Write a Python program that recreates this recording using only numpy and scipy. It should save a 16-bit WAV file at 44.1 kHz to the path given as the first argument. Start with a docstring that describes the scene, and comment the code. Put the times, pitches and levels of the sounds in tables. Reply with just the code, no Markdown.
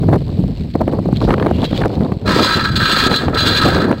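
"""A bicycle rolls down a rough road, heard from a microphone at the handlebar.
From the start, wind rumbles and pops on the microphone over the gritty hiss of the tyres.
From 0.7 s to about 2 s, loose parts tick, scuff and squeak.
At 2.25 s something, probably a brake, starts to rub on a turning wheel: three harsh surges of
tiny slips ring the metal and break into short squeals."""
import sys
import numpy as np
from scipy import signal
from scipy.fft import rfft, irfft, next_fast_len
from scipy.io import wavfile
from scipy.ndimage import uniform_filter1d, map_coordinates

SR = 44100
rng = np.random.default_rng(int(sys.argv[2]) if len(sys.argv) > 2 else 0)


def store_wav(level_fs):
    """Save 16-bit WAV to argv[1]."""
    pcm = np.round(np.clip(np.atleast_2d(level_fs), -1, 1) * 32767)
    wavfile.write(sys.argv[1], SR, pcm.T.astype(np.int16))


N = 176400
TIME = np.arange(N) / SR

# wind envelopes: low rumble, fluttering mids, deep swell (t/s, relative level/dB)
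RUMBLE_LEVEL = [(0.0, -13.5), (0.11, -8), (0.23, -19), (0.37, -18.5), (0.39, -12), (0.48, -14.5),
                (0.57, -29), (0.6, -14), (0.72, -27), (0.75, -20), (0.92, -19), (1.14, -14.5), (1.22, -19),
                (1.29, -14.5), (1.5, -19.5), (1.54, -14), (1.69, -23.5), (1.83, -15.5), (1.92, -22.5),
                (2.03, -12), (2.06, -24.5), (2.17, -19), (2.19, -36), (2.27, -12.5), (2.55, -28.5),
                (2.56, -18.5), (2.65, -23), (2.71, -15.5), (2.84, -16.5), (2.86, -28), (3.01, -29),
                (3.06, -26), (3.23, -26), (3.29, -9.5), (3.31, -24), (3.5, -18), (3.59, -23.5), (3.65, -15),
                (3.8, -16), (3.85, -24), (3.89, -17), (4.0, -27)]
FLUTTER_LEVEL = [(0.0, -25.5), (0.03, -19), (0.07, -32.5), (0.09, -18), (0.17, -18.5), (0.19, -39),
                 (0.22, -27), (0.24, -53), (0.27, -32), (0.49, -35.5), (0.5, -35.5), (0.67, -38),
                 (0.72, -54), (0.76, -17.5), (0.78, -37), (0.81, -17), (0.86, -31.5), (0.88, -18),
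                 (1.04, -31.5), (1.06, -32.5), (1.2, -30), (1.22, -14.5), (1.24, -22), (1.29, -17.5),
                 (1.57, -24.5), (1.63, -10), (1.66, -30.5), (1.71, -23), (1.73, -26.5), (1.76, -21),
                 (1.86, -14), (1.87, -24), (1.96, -25), (2.03, -21.5), (2.1, -22), (2.12, -21.5),
                 (2.18, -36.5), (2.32, -15), (2.33, -24), (2.37, -14.5), (2.55, -26), (2.57, -19),
                 (2.65, -31.5), (2.78, -28.5), (2.82, -17), (2.83, -26.5), (2.96, -24.5), (3.01, -35),
                 (3.03, -19), (3.14, -20), (3.16, -23), (3.33, -22), (3.64, -24), (3.66, -13.5), (3.8, -14),
                 (3.84, -18), (3.92, -14), (4.0, -39)]
SWELL_LEVEL = [(0.0, -37), (0.02, -31), (0.27, -28), (0.39, -44), (0.43, -23), (0.88, -36), (1.2, -27),
               (1.27, -14), (1.37, -38), (1.87, -24), (1.9, -39), (2.63, -41), (2.68, -29), (3.21, -41),
               (3.26, -26), (4.0, -41)]
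# wind colours: rumble, flutter, tearing crackle, swell (f/Hz, level/dB)
RUMBLE_EQ = [(20, -37), (40, -14), (58, -10.5), (80, 1.5), (160, 1.5), (240, -6.5), (340, -13), (600, -33),
             (1200, -69.5)]
FLUTTER_EQ = [(120, -22.5), (220, 2.5), (320, 0), (500, -2.5), (750, -10.5), (1100, -22.5), (2000, -54.5),
              (5000, -67.5)]
TEAR_EQ = [(400, -19.5), (900, 10), (1800, -3.5), (2800, -17), (4100, -22), (5200, -23.5), (6500, -29.5),
           (8000, -30.5), (9800, -29), (12000, -31), (13700, -37), (15500, -36)]
SWELL_EQ = [(8, -30), (25, -7.5), (42, 5.5), (55, 11), (80, -2), (200, -67)]

# tyres on asphalt: envelope (t/s, level/dB) and colour (f/Hz, level/dB)
TYRE_LEVEL = [(0, -45), (.7, -47), (1.1, -46.5), (1.3, -44.5), (1.9, -43.5), (2.2, -49.5), (4, -47)]
TYRE_EQ = [(600, -12), (1200, -7), (2400, -2), (3400, -3), (4300, 2.5), (5000, -8), (5800, -18),
           (6800, -21), (8000, -15), (10000, -36.5), (11800, -19.5), (13700, -34), (15600, -29)]

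# buffets of air, with each layer's peak before its trim (t/s, push/dB, crack/dB, snap/dB)
BUFFETS = [(0.086, 1, -55, -48), (0.114, -3.5, -34, -48), (0.13, 1.5, -18.5, -49), (0.29, -11.5, -47, -58),
           (0.391, -21.5, -48, -52), (0.438, -11, -37, -50), (0.483, -18, -51, -58), (0.751, -20, -45, -62),
           (0.753, 3, -38, -54), (0.808, -3.5, -32, -48), (0.814, 1, -45, -53), (0.878, 2, -18, -45),
           (0.934, -6, -47, -51), (0.987, -1.5, -32, -52), (1.057, -0.5, -43, -51), (1.086, -3, -41, -54),
           (1.126, 2, -29, -45), (1.219, -0.5, -40, -50), (1.248, -0.5, -30, -52), (1.292, -5, -16, -43),
           (1.305, -0.5, -10.5, -40), (1.311, -4, -16.5, -44), (1.339, -4, -9, -42), (1.38, -0.5, -19, -50),
           (1.398, -25, -11.5, -47), (1.425, -4, -13.5, -46), (1.461, -0.5, -16, -41),
           (1.466, 1.5, -13, -44), (1.51, 0.5, -41, -50), (1.728, 1, -20, -47), (1.818, -16, -17, -50),
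           (1.836, -15, -13.5, -46), (1.855, -8, -26, -60), (2.007, -15, -22.5, -50), (2.119, -2, -22, -51),
           (3.064, 1, -21, -42), (3.114, 2.5, -10.5, -44), (3.282, 1, -12, -52), (3.699, -15, -13, -40),
           (3.778, 0, -25, -37), (3.926, -6, -15, -46)]
# their layers: low push, mid crack, treble snap (f/Hz, level/dB)
PUSH_EQ = [(8, -51), (40, -6), (130, 1.5), (330, 2), (700, -7), (1200, -18.5), (2500, -52), (8000, -57.5)]
CRACK_EQ = [(300, -25), (900, 2.5), (1700, 0), (2800, -13.5), (4100, -17), (5500, -38), (12000, -75)]
SNAP_EQ = [(1500, -23), (4100, -6), (5400, -4), (6500, -1), (8000, 6), (9800, -7), (12000, -1),
           (13700, -13), (15500, -1)]

# ticks of loose parts (t/s, peak/dB) and their colour (f/Hz, level/dB)
TICKS = [(0.739, -28.5), (1.17, -19), (1.204, -24), (1.24, -23), (1.618, -17), (1.643, -16), (1.776, -13.5),
         (1.928, -36), (2.033, -29.5), (2.048, -28)]
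TICK_EQ = [(800, -18), (2500, 0), (4200, 11.5), (5500, -16), (8000, -12), (10000, -36), (12000, -16),
           (15500, -36)]
# handlebar scuffs (t/s, half-length/s, level/dB, centre f/Hz) and their colour (f/centre, level/dB)
SCUFFS = [(1.164, 0.02, -36, 3400), (1.246, .06, -37.5, 4040), (1.56, 0.21, -42, 3040),
          (1.652, 0.02, -26.5, 3560), (1.696, 0.18, -39, 3570), (1.763, 0.016, -31.5, 3300),
          (1.777, 0.039, -30.5, 3740), (1.944, 0.029, -37.5, 3640)]
SCUFF_EQ = [(.3, -9.5), (.7, -5.5), (1, -0.5), (1.25, -4.5), (1.6, -19.5), (2.2, -23.5), (2.7, -31),
            (4.2, -30)]
# squeaks of loose parts (t/s, half-length/s, level/dB, f/Hz)
SQUEAKS = [(1.547, 0.076, -43.5, 2840), (1.655, 0.02, -27, 3970), (1.68, .04, -38, 3270),
           (1.751, 0.011, -32, 3320), (1.766, 0.0053, -26, 3020), (1.788, 0.014, -38, 4100)]

# modes of the rubbed metal (f/Hz, bandwidth/Hz, level/dB)
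METAL_MODES = [(985, 80, -11), (1302, 42, 5), (1547, 28, 0), (1595, 30, -9), (1641, 13, 7), (2430, 60, -14),
               (2850, 70, -15), (3232, 28, -10), (3346, 18, -1), (3528, 22, -5), (3618, 20, -4),
               (3827, 40, -14), (4043, 30, 1), (4350, 80, -7), (4700, 70, -12), (4800, 32, -7),
               (6529, 18, -16), (7932, 24, -19), (11822, 28, -25), (15720, 36, -29)]
# colour of the scrape between the modes (f/Hz, level/dB)
SCRAPE_EQ = [(300, -11), (750, -29), (1000, -9.5), (1350, -7.5), (1700, -10), (2100, -14.5), (2700, -16.5),
             (3400, -13), (4200, -9.5), (4700, -20), (5100, -24.5), (5900, -30.5), (8200, -29.5),
             (9600, -40.5), (12000, -36), (13600, -40.5), (15700, -40)]
# rub envelopes, one list a surge (t/s, relative high-band level/dB, relative low-band level/dB)
SURGES = [
    [(2.25, -56, -51), (2.26, -34, -32), (2.282, -23, -20), (2.316, -24.5, -18.5), (2.466, -17.5, -23.5),
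     (2.478, -21.5, -17), (2.548, -17.5, -16), (2.554, -23, -21.5), (2.618, -22.5, -16),
     (2.632, -30.5, -28.5), (2.65, -22.5, -15), (2.712, -34, -27), (2.72, -23.5, -28), (2.74, -38, -29),
     (2.75, -32, -22)],
    [(2.75, -83, -39), (2.756, -21, -25), (2.768, -16, -21.5), (2.786, -24, -28), (2.806, -21.5, -16),
     (2.928, -15, -17), (2.956, -22, -17.5), (2.97, -15.5, -16), (3.078, -18.5, -17.5), (3.086, -30, -19.5),
     (3.122, -20, -26), (3.14, -19, -15.5), (3.164, -17.5, -25), (3.204, -26.5, -23), (3.33, -48, -37.5)],
    [(3.33, -67, -21), (3.348, -22.5, -31), (3.364, -31, -15), (3.386, -17, -20), (3.45, -20.5, -22),
     (3.486, -14, -18), (3.55, -21.5, -22.5), (3.566, -14, -20), (3.646, -23, -14), (3.65, -18.5, -21),
     (3.708, -26, -20.5), (3.842, -29, -21), (3.866, -39.5, -27.5), (3.92, -42.5, -33), (4.0, -44, -41.5)],
]
# as the contact loosens, the modes sing out over the scrape (t/s, mode gain/dB)
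SINGING_LEVEL = [(2.27, -8.5), (2.46, 2.5), (2.54, -3.5), (2.67, 1.5), (2.76, 2.5), (2.86, 2), (3.0, -1.5),
                 (3.08, 0.5), (3.16, -0.5), (3.3, -6), (3.4, 1), (3.48, 1.5), (3.62, -0.5), (3.85, -0.5)]
# extra rasp of the first, coarser bite: envelope (t/s, level/dB) and colour (f/Hz, level/dB)
BITE_LEVEL = [(2.25, -70), (2.285, -28), (2.38, -22), (2.5, -26), (2.66, -36), (2.75, -62)]
BITE_EQ = [(500, -16), (800, -4), (1000, 10), (1200, -6), (1500, -19), (1850, 1), (2300, -3.5),
           (4200, -24.5), (4750, 3), (5500, -16.5), (7200, -16.5), (9500, -27.5), (15000, -45)]
# hard catches of the rubbing part (t/s, peak/dB)
CATCHES = [(2.262, -19), (2.277, -7), (2.305, -16), (2.395, -6), (2.646, -14), (2.718, -25), (2.755, -17),
           (3.046, -9), (3.246, -23), (3.346, -44), (3.57, -23), (3.633, -6), (3.746, -11.5)]
# squeals of the rub (t/s, half-length/s, level/dB)
SQUEALS = [(2.443, 0.033, -25), (2.54, 0.025, -26), (2.655, 0.027, -19.5), (2.892, 0.022, -28),
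           (3.002, 0.036, -17.5), (3.161, 0.032, -16.5), (3.404, 0.036, -14.5), (3.518, 0.034, -21),
           (3.58, 0.031, -19.5), (3.765, 0.0068, -28), (3.805, 0.0078, -28)]

SLIP_HZ, SLIP_JITTER, SLIP_SPREAD_DB, SLIP_DECAY_S = 424.9, 0.22, 5.5, 0.00088
DRAG_DB, CHATTER_HZ, CHATTER_DB = -7.5, 70.1, 1.5  # steady drag under the slips; the contact shakes


def amp(db):
    """Decibels to gain."""
    return 10 ** (np.asarray(db) / 20)


def unit(x):
    """Scale to rms 1."""
    return x / np.sqrt(np.mean(x ** 2) + 1e-20)


def eq_gain(eq, hz):
    """Gain of an EQ curve, its points joined on a log frequency axis."""
    freqs, db = np.transpose(eq)
    return amp(np.interp(np.log(hz + 1e-3), np.log(freqs), db))


def envelopes(rows):
    """One value per sample for each column after the time."""
    times, *columns = np.transpose(rows)
    return [np.interp(TIME, times, column) for column in columns]


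def bell_fade(at, half_length):
    """A bell-shaped fade in and out."""
    return np.exp(-2 * ((TIME - at) / half_length) ** 2)


def wobble(rate):
    """A smooth random curve, rate knots a second."""
    return map_coordinates(rng.standard_normal(4096), [TIME * rate], mode="wrap")


def filtered(x, response):
    """Shape x with a frequency response."""
    size = next_fast_len(N + SR // 2)
    return irfft(rfft(x, size) * response(np.fft.rfftfreq(size, 1 / SR)), size)[:N]


def noise(eq):
    """Coloured noise of rms 1."""
    return unit(filtered(rng.standard_normal(N), lambda hz: eq_gain(eq, hz)))


def steadied(x, span_s):
    """Ride the slow level of x to hold it at rms 1."""
    return x / np.sqrt(np.abs(uniform_filter1d(x * x, int(span_s * SR))) + 1e-9)


def impulse(eq, size=2048):
    """A minimum-phase click with the given colour."""
    cepstrum = irfft(np.log(eq_gain(eq, np.fft.rfftfreq(size, 1 / SR))))
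    cepstrum[1:size // 2] *= 2
    cepstrum[size // 2 + 1:] = 0
    return irfft(np.exp(rfft(cepstrum)))


def burst(decay_s, rise_s=0.0013):
    """A puff of noise with a fast attack and a short tail."""
    t = np.arange(4096) / SR
    return rng.standard_normal(len(t)) * np.exp(-t / decay_s) * (1 - np.exp(-t / rise_s))


def place(out, at, x, peak_db):
    """Mix x in at the given time and peak level."""
    part = out[max(0, round(at * SR)):][:len(x)]
    part += amp(peak_db) * x[:len(part)] / np.abs(x).max()


def wind(tear_growth=1.87):
    """Lumpy rumble and flutter on the microphone; the strongest flutter tears into crackle."""
    rumble_db, = envelopes(RUMBLE_LEVEL)
    flutter_db, = envelopes(FLUTTER_LEVEL)
    flutter_db += 4.5 * np.minimum(wobble(80), 1)
    rumble = amp(rumble_db - 1 + 1.5 * wobble(40)) * steadied(noise(RUMBLE_EQ), 0.05)
    flutter = amp(flutter_db) * steadied(noise(FLUTTER_EQ), 0.06)
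    tear_db = -38.5 + tear_growth * (flutter_db + 18)
    tear = amp(tear_db + 10 * np.tanh(wobble(451))) * noise(TEAR_EQ)
    return rumble + flutter + tear


def wind_swell():
    """The sub-bass of the gusts rises and falls on its own."""
    level_db, = envelopes(SWELL_LEVEL)
    return amp(level_db - 1) * steadied(noise(SWELL_EQ), 0.1)


def tyres():
    """Tyres on rough asphalt lay down a bed of gritty hiss."""
    level_db, = envelopes(TYRE_LEVEL)
    level = amp(level_db + 0.4 * wobble(24.36))
    grit = amp(4.2 * wobble(600))
    return level * unit(grit * noise(TYRE_EQ))


def buffets(puff_s=0.0022, crack_s=0.0018):
    """Air hits the microphone: a low push layered with a brief crack and a faint snap."""
    out = np.zeros(N)
    push, crack, snap = impulse(PUSH_EQ), impulse(CRACK_EQ), impulse(SNAP_EQ)
    for at, push_db, crack_db, snap_db in BUFFETS:
        place(out, at, signal.fftconvolve(burst(puff_s), push), push_db - 3.5)
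        place(out, at, signal.fftconvolve(burst(crack_s), crack), crack_db + 2.5)
        place(out, at, signal.fftconvolve(burst(puff_s), snap), snap_db + 6)
    return out


def ticks():
    """Loose parts rattle in light, bright clicks."""
    out, click = np.zeros(N), impulse(TICK_EQ)
    for at, db in TICKS:
        place(out, at, signal.fftconvolve(burst(decay_s=0.0011), click), db)
    return out


def scuffs():
    """Short grainy rubs at the handlebar swell and fade."""
    out = np.zeros(N)
    for at, half_length, db, centre_hz in SCUFFS:
        grain = amp(4.1 * wobble(400))
        rub = noise([(ratio * centre_hz, level) for ratio, level in SCUFF_EQ])
        out += amp(db) * bell_fade(at, half_length) * unit(grain * rub)
    return out


def squeaks(width_hz=140):
    """Loose parts give thin, wavering squeaks, each a narrow band of noise."""
    out = np.zeros(N)
    for at, half_length, db, hz in SQUEAKS:
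        phase = 2 * np.pi * hz * TIME
        tone = wobble(width_hz) * np.cos(phase) + wobble(width_hz) * np.sin(phase)
        out += amp(db) * bell_fade(at, half_length) * tone
    return out


def metal_responses(frame_t60_s=0.14, frame_db=-3):
    """How the metal answers one hit: its strong modes, and the scrape with the frame's dense ring."""
    t = np.arange(SR // 4) / SR
    modes = sum(amp(db) * 2 * np.pi * width / SR * np.exp(-np.pi * width * t)
                * np.cos(2 * np.pi * hz * t) for hz, width, db in METAL_MODES)
    frame = rng.standard_normal(len(t)) * np.exp(-np.log(1000) * t / frame_t60_s)
    frame *= amp(frame_db) / np.linalg.norm(frame)
    frame[0] += 1  # the direct hit
    scrape = signal.fftconvolve(frame / np.linalg.norm(frame), impulse(SCRAPE_EQ))[:len(t)]
    return modes, scrape


def stick_slip():
    """Friction at the contact: uneven slips, hundreds a second, over a steady drag."""
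    timing, strength = rng.standard_normal((4096, 2)).T
    times = np.cumsum(np.exp(SLIP_JITTER * timing)) / SLIP_HZ
    slips = np.bincount((times * SR).astype(int), amp(SLIP_SPREAD_DB * strength), N)[:N]
    return signal.lfilter([1], [1, -np.exp(-1 / (SLIP_DECAY_S * SR))], slips) + amp(DRAG_DB)


def singing_modes(friction):
    """The slips excite each mode of the metal on its own."""
    out = np.zeros(N)
    for hz, width, db in METAL_MODES:
        peak = signal.iirpeak(hz, hz / width, SR)
        skirt = signal.iirpeak(hz, hz / (8 * width), SR)
        drive = signal.lfilter(*skirt, friction * rng.standard_normal(N))
        out += amp(db) * signal.lfilter(*peak, drive)
    return out


def rasp(friction, response):
    """Noise pulsed by the slips and coloured by an impulse response."""
    return signal.fftconvolve(friction * rng.standard_normal(N), response)[:N]


def grind(friction, scrape, crossover_hz=2200):
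    """The rub rings the metal in three chattering surges, with extra rasp on the first."""
    singing_db, = envelopes(SINGING_LEVEL)
    high_db, low_db = envelopes(np.vstack(SURGES))
    bite_db, = envelopes(BITE_LEVEL)
    ring = amp(singing_db) * singing_modes(friction) + rasp(friction, scrape)
    low_band = filtered(ring, lambda hz: 1 / (1 + (hz / crossover_hz) ** 8))
    shake_db = CHATTER_DB * wobble(CHATTER_HZ)
    edge = amp(high_db + shake_db - 0.5) * steadied(ring - low_band, 0.029)
    body = amp(low_db + 0.44 * shake_db - 0.15) * steadied(low_band, 0.025)
    bite = amp(bite_db + shake_db) * unit(rasp(friction, impulse(BITE_EQ)))
    start_s = SURGES[0][0][0]
    return (edge + body + bite) * (TIME > start_s)


def catches(metal, cutoff_hz=5500):
    """The contact catches hard: heavy hits with a soft top end ring the metal."""
    out, lowpass = np.zeros(N), signal.butter(2, cutoff_hz, fs=SR)
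    for at, db in CATCHES:
        hit = signal.lfilter(*lowpass, burst(decay_s=0.003))
        place(out, at, signal.fftconvolve(hit, metal), db)
    return out


def squeal(pitch_hz=4045, drift_hz=16, rough_db=2.5):
    """The rub locks onto the strongest high mode: a rough whistle that comes and goes."""
    level = sum(amp(db) * bell_fade(at, half_length) for at, half_length, db in SQUEALS)
    phase = 2 * np.pi * np.cumsum(pitch_hz + drift_hz * wobble(CHATTER_HZ)) / SR
    return level * unit(amp(rough_db * wobble(SLIP_HZ)) * np.sin(phase))


def scene():
    """Mono mix of the rubbing wheel, wind, tyres and loose parts."""
    friction = stick_slip()
    modes, scrape = metal_responses()
    rub = grind(friction, scrape) + catches(modes + scrape) + squeal()
    ride = wind() + wind_swell() + buffets() + tyres() + scuffs() + squeaks() + ticks()
    return (rub + ride)[None]


def record(dry, top_hz=15900):
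    """Soft-clip the peaks, then cut everything above the band limit."""
    clipped = dry[0] / (1 + np.abs(dry[0]) ** 6) ** (1 / 6)
    return filtered(clipped, lambda hz: hz < top_hz)[None]


dry = scene()
out = record(dry)
store_wav(out)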